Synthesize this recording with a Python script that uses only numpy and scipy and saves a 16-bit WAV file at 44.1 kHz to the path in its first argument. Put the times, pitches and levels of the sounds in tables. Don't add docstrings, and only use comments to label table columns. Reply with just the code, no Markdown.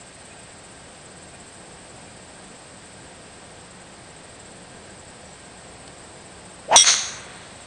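import sys
import numpy as np
from scipy import signal
from scipy.fft import rfft, irfft, next_fast_len
from scipy.io import wavfile

SR = 44100
rng = np.random.default_rng(int(sys.argv[2]) if len(sys.argv) > 2 else 0)


def store_wav(level_fs):
    pcm = np.round(np.clip(np.atleast_2d(level_fs), -1, 1) * 32767)
    wavfile.write(sys.argv[1], SR, pcm.T.astype(np.int16))


N = 337806
TIME = np.arange(N) / SR
FFT_SIZE = next_fast_len(N)
FREQS = np.maximum(np.arange(FFT_SIZE // 2 + 1) * SR / FFT_SIZE, 1)
IMPACT_S = 6.7601


def from_db(db):
    return 10 ** (np.asarray(db) / 20)


def unit_power(x):
    return x / np.sqrt(np.mean(x ** 2) + 1e-20)


def colour(points):
    hz, db = np.transpose(points)
    return from_db(np.interp(np.log(FREQS), np.log(hz), db))


def hump(hz, width_hz):
    return 1 / (1 + ((FREQS - hz) / (.78 * width_hz)) ** 2)


def noise(gain):
    return unit_power(irfft(rfft(rng.standard_normal(FFT_SIZE)) * gain, FFT_SIZE)[:N])


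def band(x, low_hz, high_hz, order=2):
    return signal.sosfilt(signal.butter(order, [low_hz, high_hz], "band", fs=SR, output="sos"), x + 1e-18)


def dying(start, t60):
    return (TIME >= start) * from_db(-60 * np.clip((TIME - start) / t60, 0, 4))


# f/Hz, relative level/dB
AIR_TONE = [(20, -10), (45, -5.5), (70, 1.5), (160, 2), (260, -1), (700, -1), (1100, -7), (2200, -10),
            (4000, -13), (5000, -12.5), (5700, -17.5), (7000, -20.5), (8300, -14), (10000, -37)]
def open_air(murmur_db=-47, growth_db_per_s=0.29, waver_db=.5, leaves_db=-49):
    low_share = 1 / (1 + (FREQS / 1200) ** 8)
    level_db = murmur_db + growth_db_per_s * TIME + waver_db * noise(hump(0, 6.2))
    murmur = from_db(level_db) * noise(colour(AIR_TONE) * np.sqrt(low_share))
    hiss = from_db(leaves_db) * noise(colour(AIR_TONE) * np.sqrt(1 - low_share))
    return murmur + hiss


# f/Hz, width/Hz, level/dB
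FAR_HUMS = [(184.7, 9.8, -59), (509.4, 9.4, -63), (693, 62, -61), (1590, 53, -61.5), (1860, 38, -64.5)]
def hums():
    return sum(from_db(db) * noise(hump(hz, width_hz)) for hz, width_hz, db in FAR_HUMS)


# f/Hz, width/Hz, wing strokes/(1/s), relative level/dB
SINGERS = [(7725, 370, 16.4, -53.5), (8340, 1000, 20, -55), (8400, 190, 16, -53.5), (8825, 220, 16, -58)]
# t/s, relative level/dB
CHORUS_SWELL = [(0.0, -50.5), (2.32, -50), (3.79, -52.5), (4.69, -51), (5.33, -51), (6.6, -50.5)]
def katydids(unsteady=0.1395, uneven=0.63, throb_db=4, chorus_db=-2):
    swell_db = np.interp(TIME, *np.transpose(CHORUS_SWELL))
    chorus = np.zeros(N)
    for hz, width_hz, rate, db in SINGERS:
        stroke_rate = rate * (1 + unsteady * noise(hump(0, 1.83)))
        stroke = np.sin(2 * np.pi * np.cumsum(stroke_rate) / SR)
        depth_db = throb_db * (1 + uneven * noise(hump(0, 11)))
        chorus += from_db(db) * unit_power(noise(hump(hz, width_hz)) * from_db(depth_db * stroke))
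    return from_db(chorus_db + swell_db - swell_db.mean()) * chorus


# middle t/s, f/Hz, level/dB, half length/s
BIRD_PEEPS = [(0.322, 2480, -47, 0.012), (.39, 2500, -54, 0.034), (1.347, 2480, -54, 0.017),
              (2.082, 2420, -49, 0.012), (2.39, 1620, -56, .025), (4.902, 1600, -53, .03),
              (5.288, 5740, -58.5, .04)]
def birds(blur_hz=90):
    return sum(from_db(db) * np.exp(-((TIME - s) / half_length) ** 2) * noise(hump(hz, blur_hz))
               for s, hz, db, half_length in BIRD_PEEPS)


# t/s, f/Hz, level/dB, time to fade 60 dB/s
BACKSWING_TICK = [(5.878, 4000, -35, 0.014)]
def tick(cycles=30):
    return sum(from_db(db) * dying(s, t60) * noise(hump(hz, cycles / t60))
               for s, hz, db, t60 in BACKSWING_TICK)


def scatter(delay, tree_line_s=0.12):
    beyond = delay - tree_line_s
    turf = from_db(-18.5 - 19 * delay)
    tree_line = from_db(-3 - np.maximum(-125 * beyond, 242 * beyond))
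    woods = from_db(-11 - 38.5 * beyond) * (beyond > 0)
    return np.sqrt(turf ** 2 + tree_line ** 2 + woods ** 2)


# delay t/s, relative level/dB
TRUNK_ECHOES = [(.0848, -18.5), (.13, -26), (.1405, -28), (.181, -24)]
# f/Hz, level/dB
LEAF_TONE = [(100, -14), (300, -13), (650, -6.5), (2000, 2.5), (2800, 0.5), (3600, -3), (4400, 2),
             (4900, -1), (5800, -4), (6500, 2.5), (7200, -3.5), (8500, -7.5), (10000, -10.5)]
def trees(sound, with_trunks=False, earliest_s=0, treble_loss_db=68, dull_hz=2100):
    delay = TIME[:SR]
    echo = scatter(delay) * rng.standard_normal(SR) / np.sqrt(SR) * (delay >= earliest_s)
    if with_trunks:
        for s, db in TRUNK_ECHOES:
            echo[int(s * SR)] += from_db(db)
    dull = signal.sosfilt(signal.butter(2, dull_hz, fs=SR, output="sos"), echo)
    bright_share = from_db(-treble_loss_db * delay ** 2)
    echo = bright_share * echo + (1 - bright_share) * dull
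    returned = signal.fftconvolve(sound, echo)[:N]
    return irfft(rfft(returned, FFT_SIZE) * colour(LEAF_TONE), FFT_SIZE)[:N]


def swoosh(fastest_s=6.732, top_hz=969.3, onset_hz=520, waver=0.0855, flutter_db=3.5):
    downswing = 17.5 * np.maximum(fastest_s - TIME, 0)
    follow_through = (TIME > IMPACT_S) * (.42 + 8.2 * (TIME - IMPACT_S))
    octaves = -np.minimum(downswing + follow_through, 10)
    pitch = top_hz * 2 ** octaves
    whistle_db, rush_db = -11.5 + 25 * octaves, -21.5 + 48 * octaves
    swirling = 1 / (1 + (onset_hz / pitch) ** 20)
    whistle = 0
    for share, db in [(1, whistle_db), (.72, rush_db + 6.5)]:
        phase = 2 * np.pi * np.cumsum(share * pitch * (1 + waver * noise(hump(0, 250)))) / SR
        whistle += np.sin(phase) * from_db(db + flutter_db * noise(hump(0, 170)))
    rush = noise(colour([(40, -35), (150, 12.5), (350, 4.5), (800, 10), (1400, 10), (2800, 8.5),
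                         (4200, -8), (6000, -3.5), (9500, -23)]))
    return swirling * whistle + from_db(rush_db) * rush


def thud(bump_db=-18, bump_t60=0.19, knock_db=-4, knock_t60=0.029):
    knock = from_db(knock_db) * dying(IMPACT_S, knock_t60) * noise(hump(164, 109))
    bump = from_db(bump_db) * dying(IMPACT_S, bump_t60) * noise(hump(40, 22))
    return knock + bump


def crack(snap_db=33, burst_db=6, burst_t60=0.013):
    spike = np.zeros(N)
    spike[int(IMPACT_S * SR)] = -from_db(snap_db)
    burst = from_db(burst_db) * dying(IMPACT_S, burst_t60) * rng.standard_normal(N)
    return band(band(spike + burst, 350, 6500, order=1), 110, 8900)


# f/Hz, relative level/dB, time to fade 60 dB/s, share of the pitch bend
HEAD_NOTES = [(2120, -21, 0.68, .1), (3556, 1.5, 0.16, 0.94), (3615, -4.5, 0.26, 0.92),
              (4035, 1.5, 0.15, 0.99), (4100, -14, 0.23, 0.81), (5760, -9, 0.1, 1), (5850, 3.5, 0.17, 0.54),
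              (6136, 1, 0.22, 0.92), (6200, -3, 0.22, 0.68), (8220, -15, 0.25, 0.7),
              (8536, -3.5, 0.22, 0.37), (9030, -11, 0.26, 0.93)]
def head_ring(rise, bend, rough=0.33, deepest_s=.05, wash_db=-13, wash_t60=0.46):
    start = int(IMPACT_S * SR)
    age = TIME[:N - start]
    bend_shape = .075 * age / deepest_s * np.exp(1 - age / deepest_s)
    lead_s = np.cumsum(bend_shape) / SR
    smooth = signal.butter(1, 250, fs=SR, output="sos")
    wash = noise(colour([(1000, -29), (2500, -19), (3300, 1), (4600, -4), (6200, -3), (7200, -4),
                         (8400, 15), (10000, 8)]))
    ring = from_db(wash_db) * dying(IMPACT_S, wash_t60) * wash
    for hz, db, t60, share in HEAD_NOTES:
        wobble = unit_power(signal.sosfilt(smooth, rng.standard_normal((2, len(age)))))
        flicker = 1 + rough * (wobble[0] + 1j * wobble[1])
        cycles = hz * (age * (1 + rise) + bend * share * lead_s)
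        ring[start:] += from_db(db - 60 * age / t60) * np.imag(flicker * np.exp(2j * np.pi * cycles))
    return ring


def golf_shot(head_db=13.5, facing_s=0.062, crack_echo_db=2, swoosh_echo_db=-5, ring_echo_db=-6):
    facing_db = head_db - np.clip(700 * (TIME - IMPACT_S - facing_s), 0, 20)
    air, blow = swoosh(), crack()
    direct = air + blow + thud() + from_db(facing_db) * head_ring(rise=0, bend=-1.1)
    echoes = trees(from_db(crack_echo_db) * blow + from_db(swoosh_echo_db) * air, with_trunks=True)
    beside, ahead = (-.04, -0.507, .01), (.09, 0.257, 0.088)
    for rise, bend, earliest_s in np.linspace(beside, ahead, 7):
        echoes += from_db(ring_echo_db) * trees(head_ring(rise, bend, rough=0.75), earliest_s=earliest_s)
    return direct + echoes


def scene():
    return (golf_shot() + katydids() + birds() + open_air() + hums() + tick())[None]


def record(dry, limit_db=-4.5, release_db_per_s=260, attack_s=0.0016, ceiling=0.65, cutoff_hz=10000):
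    power = signal.lfilter([1], [1, -np.exp(-1 / (0.01 * SR))], dry ** 2) / (0.0059 * SR)
    fall_db = release_db_per_s * TIME
    held_db = np.maximum.accumulate(10 * np.log10(power + 1e-12) + fall_db, axis=-1) - fall_db
    lag = np.exp(-1 / (attack_s * SR))
    cut_db = signal.lfilter([1 - lag], [1, -lag], np.maximum(held_db - limit_db, 0))
    limited = dry * from_db(-cut_db) / ceiling
    clipped = ceiling * limited / (1 + limited ** 6) ** (1 / 6)
    return signal.sosfilt(signal.ellip(12, .2, 100, cutoff_hz, fs=SR, output="sos"), clipped)


dry = scene()
out = record(dry)
store_wav(out)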